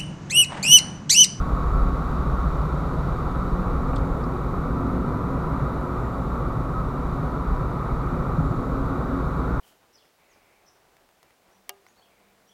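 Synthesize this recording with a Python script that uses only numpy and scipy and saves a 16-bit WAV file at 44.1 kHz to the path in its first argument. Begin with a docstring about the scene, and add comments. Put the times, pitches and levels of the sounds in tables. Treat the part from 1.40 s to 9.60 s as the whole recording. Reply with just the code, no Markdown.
"""On the open deck of a ship at sea, one microphone at the listener's position, wind buffeting it.
From the start a diesel generator throbs below, the steel bulwark hums and the engine-room fans roar
and whine; a faint hiss returns every few seconds. After 1.6 s the listener looks up and turns to the
sea, and the machinery changes colour. Close by, at 2.5 and 2.8 s, a gloved hand holding a fish ticks
softly. From 6.7 s the listener turns back towards the winches, and more low gusts hit the microphone."""
import sys
import numpy as np
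from scipy.fft import rfft, irfft, next_fast_len
from scipy.io import wavfile
from scipy.ndimage import map_coordinates

SR = 44100
rng = np.random.default_rng(int(sys.argv[2]) if len(sys.argv) > 2 else 0)


def transcribe(signal):
    """Save signal, clipped to [-1, 1], as a 16-bit WAV file at the path in sys.argv[1]."""
    frames = np.atleast_2d(signal).T
    limited = np.clip(frames, -1, 1)
    pcm = np.round(limited * 32767).astype(np.int16)
    wavfile.write(sys.argv[1], SR, pcm)


N = 361619
CYCLE_HZ = 7.5  # the diesel's four-stroke cycle


def amp(db):
    """Decibels to gain."""
    return 10 ** (np.asarray(db) / 20)


def unit(x):
    """Scale to rms 1."""
    return x / np.sqrt(np.mean(x ** 2) + 1e-20)


def clock():
    """Time of each sample in seconds."""
    return np.arange(N) / SR


def curves(rows):
    """One value per sample for each column after the time."""
    times, *columns = np.transpose(rows)
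    return [np.interp(clock(), times, column) for column in columns]


def wobble(rate):
    """A smooth random curve, rate knots a second."""
    return map_coordinates(rng.standard_normal(int(N * rate / SR) + 4), [clock() * rate])


def swell(t, sigma):
    """A bell-shaped rise and fall around time t."""
    return np.exp(-.5 * ((clock() - t) / sigma) ** 2)


def swing(period_s, crest_s):
    """A regular swing between -1 and 1, highest at crest_s."""
    return np.cos(2 * np.pi * (clock() - crest_s) / period_s)


def filtered(x, response):
    """Filter x by a gain that is a function of frequency."""
    size = next_fast_len(N + SR // 2)
    return irfft(rfft(x, size) * response(np.fft.rfftfreq(size, 1 / SR)), size)[:N]


def rush(spectrum):
    """Noise of rms 1 coloured by (f/Hz, level/dB) points."""
    f, db = np.transpose(spectrum)
    white = rng.standard_normal(N)
    return unit(filtered(white, lambda hz: amp(np.interp(np.log(hz + 1), np.log(f), db))))


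def resonant_noise(centre_hz, width_hz):
    """Noise of rms 1 in one steep-sided resonance."""
    white = rng.standard_normal(N)
    return unit(filtered(white, lambda hz: 1 / (1 + (2 * (hz - centre_hz) / width_hz) ** 2)))


def tone(hz, drift):
    """A sine of rms 1 whose phase wanders by drift radians."""
    return np.sqrt(2) * np.sin(2 * np.pi * (hz * clock() + rng.random()) + drift)


def diesel(seaward):
    """Below deck, uneven firing sounds multiples of the cycle rate, all on one hunting shaft."""
    # the engine's low lines: multiple of the cycle rate, relative level/dB
    orders = [(4, -11), (6, -3), (8, 0.5), (9, -5.5), (11, -12)]
    shaft_drift = .035 * wobble(1.52)
    lines = sum(amp(db + 2 * wobble(3.06)) * tone(k * CYCLE_HZ, k * shaft_drift) for k, db in orders)
    return amp(-30.5 - 4.5 * seaward) * lines


def exhaust(engine_db):
    """The funnel's rumble and the casing's roar swell once per engine cycle."""
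    # spectrum of the funnel: f/Hz, relative level/dB
    funnel_spectrum = [(50, -25), (92, -16), (107, -10), (120, -14), (136, -0.5), (160, 0.5), (170, -7),
                       (182, -4.5), (196, -10), (240, -30), (600, -72.5)]
    # spectrum of the casing: f/Hz, relative level/dB
    casing_spectrum = [(120, -27), (205, -4.5), (240, -2), (280, 0), (310, -3.5), (380, -2.5), (500, -5.5),
                       (600, -8.5), (720, -12), (1000, -18.5), (1600, -45), (4000, -90)]
    funnel_db = -31.5 + .66 * wobble(1.98)
    throb = tone(CYCLE_HZ, .16 * wobble(1.85))
    funnel = amp(funnel_db + .88 * throb) * rush(funnel_spectrum)
    casing = amp(engine_db - 1.46 + .59 * throb) * rush(casing_spectrum)
    return funnel + casing


def bulwark(engine_db, upright):
    """The engine shakes the plating into a wavering hum, louder as the listener looks up."""
    # resonances of the steel plates: f/Hz, width/Hz, relative level/dB
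    plates = [(106.1, 6.4, 1.5), (119.8, 2.2, 2), (183, 7.4, 0.5), (231.6, 7.3, -2), (244.9, 7.8, -3),
              (269.7, 8.4, 1.5), (358.5, 8.6, -5), (490.4, 20, -7), (531, 14, -8.5)]
    hum_db = -44 + 1.7 * (engine_db - engine_db.mean()) + 3.5 * upright
    return amp(hum_db) * sum(amp(db) * resonant_noise(hz, width) for hz, width, db in plates)


def fans(upright, seaward):
    """Air roars in the ducts; an inboard duct mouth and the louvres' hiss fade on turning to the sea."""
    # spectrum of the fan roar: f/Hz, relative level/dB
    roar_spectrum = [(300, -27), (700, -8), (900, -7), (1080, -5.5), (1210, 0), (1330, -1.8), (1450, -11.5),
                     (1540, -14.5), (1680, -23), (1900, -20.5), (2130, -25.5), (2320, -25), (2650, -36),
                     (5000, -65)]
    # spectrum of air through the louvres: f/Hz, relative level/dB
    louvre_spectrum = [(1200, -17.5), (2700, -6.5), (3250, -7), (3800, 0.5), (4300, -6), (4800, -8.5),
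                       (5200, -14.5), (5550, -10.5), (6600, -14.5), (7200, -13.5), (8200, -21),
                       (15000, -40)]
    roar = amp(-35 + .47 * wobble(1.35) + .4 * wobble(8)) * rush(roar_spectrum)
    duct_mouth = amp(-49 + 10.5 * upright - 15 * seaward) * resonant_noise(1385, 240)  # at head height
    louvres = amp(-57 - 1.3 * upright - 1.74 * seaward) * rush(louvre_spectrum)
    return roar + duct_mouth + louvres


def whine(seaward):
    """Two wavering fan tones swell and fade in turn, with a quicker pulse on top."""
    # fan tones: f/Hz, level/dB, slow swell depth/dB, slow crest t/s, quick pulse depth/dB
    fan_tones = [(992, -52, 3.5, 3.83, 1), (1109, -44, 4, 0.35, 3)]
    # change in each tone when facing the sea: level/dB
    seaward_change = [5, -5]
    out = np.zeros(N)
    for (hz, db, slow_db, crest, quick_db), turn_db in zip(fan_tones, seaward_change):
        slow_swell = slow_db * swing(period_s=2.38, crest_s=crest)
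        quick_pulse = quick_db * swing(period_s=.96, crest_s=.27)
        level_db = db + slow_swell + quick_pulse + turn_db * seaward + 1.5 * wobble(11)
        out += amp(level_db) * tone(hz, .5 * wobble(7))
    return out


def wind():
    """Turbulence presses right on the microphone port; sharp eddies reach higher in pitch."""
    # course of the gusts: t/s, relative level/dB
    gusts = [(0, -27.5), (.5, -23), (.63, -33), (.78, -28), (1.15, -28), (1.4, -35), (2.05, -29),
             (2.3, -25.5), (2.9, -29), (3.9, -34), (4.9, -38), (5.3, -32.5), (6.9, -34.5), (7.42, -27.5),
             (7.68, -40), (8.2, -30)]
    # spectrum of the buffeting: f/Hz, relative level/dB
    buffet_spectrum = [(8, -38), (17, -5.5), (32, 0.5), (55, -2), (70, -7), (95, -20), (200, -21),
                       (600, -52), (2000, -100)]
    # sudden eddies: t/s, level/dB, sigma/s, centre f/Hz
    eddies = [(.03, -23, .018, 55), (.215, -24, .014, 55), (0.71, -22.5, .012, 55), (2.365, -22, .018, 45),
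              (4.221, -22.5, 0.016, 110), (5.796, -29, 0.038, 125), (6.115, -25, 0.035, 42),
              (6.999, -19, .012, 146), (7.12, -25, 0.039, 130), (7.4, -22, .018, 55)]
    gust_db, = curves(gusts)
    flutter_db = 2 * wobble(9)
    out = amp(gust_db - 1 + flutter_db) * rush(buffet_spectrum)
    for t, db, sigma, hz in eddies:
        out += amp(db) * swell(t, sigma) * resonant_noise(hz, width_hz=.81 * hz)
    return out


def faint_hiss():
    """A thin, high hiss comes and goes."""
    # crests of the hiss: t/s, level/dB
    crests = [(.2, -73), (2.65, -73), (4.7, -73), (7.15, -73)]
    return sum(amp(db) * swell(t, sigma=.18) for t, db in crests) * resonant_noise(7150, 450)


def hoots():
    """The fan roar gathers briefly around one pitch."""
    # hoots in the roar: t/s, level/dB, f/Hz, sigma/s
    peaks = [(0.383, -35.5, 1330, 0.035), (5.38, -33, 1274, 0.03)]
    return sum(amp(db) * swell(t, sigma) * tone(hz, wobble(50)) for t, db, hz, sigma in peaks)


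def handling():
    """Close to the microphone, small slips of the glove on the fish tick and die at once."""
    # slips in the grip: t/s, level/dB, ring f/Hz, width/Hz, t60/s
    ticks = [(2.532, -30, 700, 500, 0.12), (2.533, -41, 2100, 800, 0.043), (2.555, -56, 8400, 600, .08),
             (2.560, -39.5, 3760, 1500, 0.05), (2.560, -47.5, 7200, 2200, .025),
             (2.581, -46, 4600, 3500, .025), (2.839, -44, 4670, 1000, .027)]
    out = np.zeros(N)
    for t, db, ring_hz, width_hz, t60 in ticks:
        age = np.maximum(clock() - t, 0)
        attack = 1 - np.exp(-age / .0008)
        decay_db = 60 * np.minimum(age / t60, 2)
        out += amp(db - decay_db) * attack * resonant_noise(ring_hz, width_hz)
    return out


def scene():
    """Machinery, wind and handling at one microphone on deck; the listener's pose sets the balance."""
    # the listener looks up, turns to the rail, then back to the winches: t/s, upright 0-1, seaward 0-1
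    pose = [(0, 0.2, 0), (1.6, 0, 0), (2.35, 0.8, 0.4), (2.9, 1, 1), (6.7, 0.9, 0.92), (7.3, 1, 0.5),
            (8.2, 1, 0.23)]
    # the engine's low roar, which the bulwark's hum follows: t/s, relative level/dB
    engine_level = [(0.0, -34), (2.4, -32.5), (2.65, -32), (3.06, -33.5), (3.68, -31), (4.04, -32.5),
                    (4.36, -32.5), (6.58, -34), (7.08, -32), (8.2, -32.5)]
    upright, seaward = curves(pose)
    engine_db, = curves(engine_level)
    engine = diesel(seaward) + exhaust(engine_db) + bulwark(engine_db, upright)
    ventilation = fans(upright, seaward) + whine(seaward) + hoots()
    return (engine + ventilation + wind() + faint_hiss() + handling())[None]


def record(dry):
    """The camera adds its own even hiss and keeps nothing above its band limit."""
    top_hz, fade_s = 15250, .002
    hiss = amp(-62.5) * rng.standard_normal(N)
    fade = np.clip(np.minimum(clock(), clock()[::-1]) / fade_s, 0, 1)
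    return filtered(fade * (dry[0] + hiss), lambda hz: hz < top_hz)[None]


dry = scene()
out = record(dry)
transcribe(out)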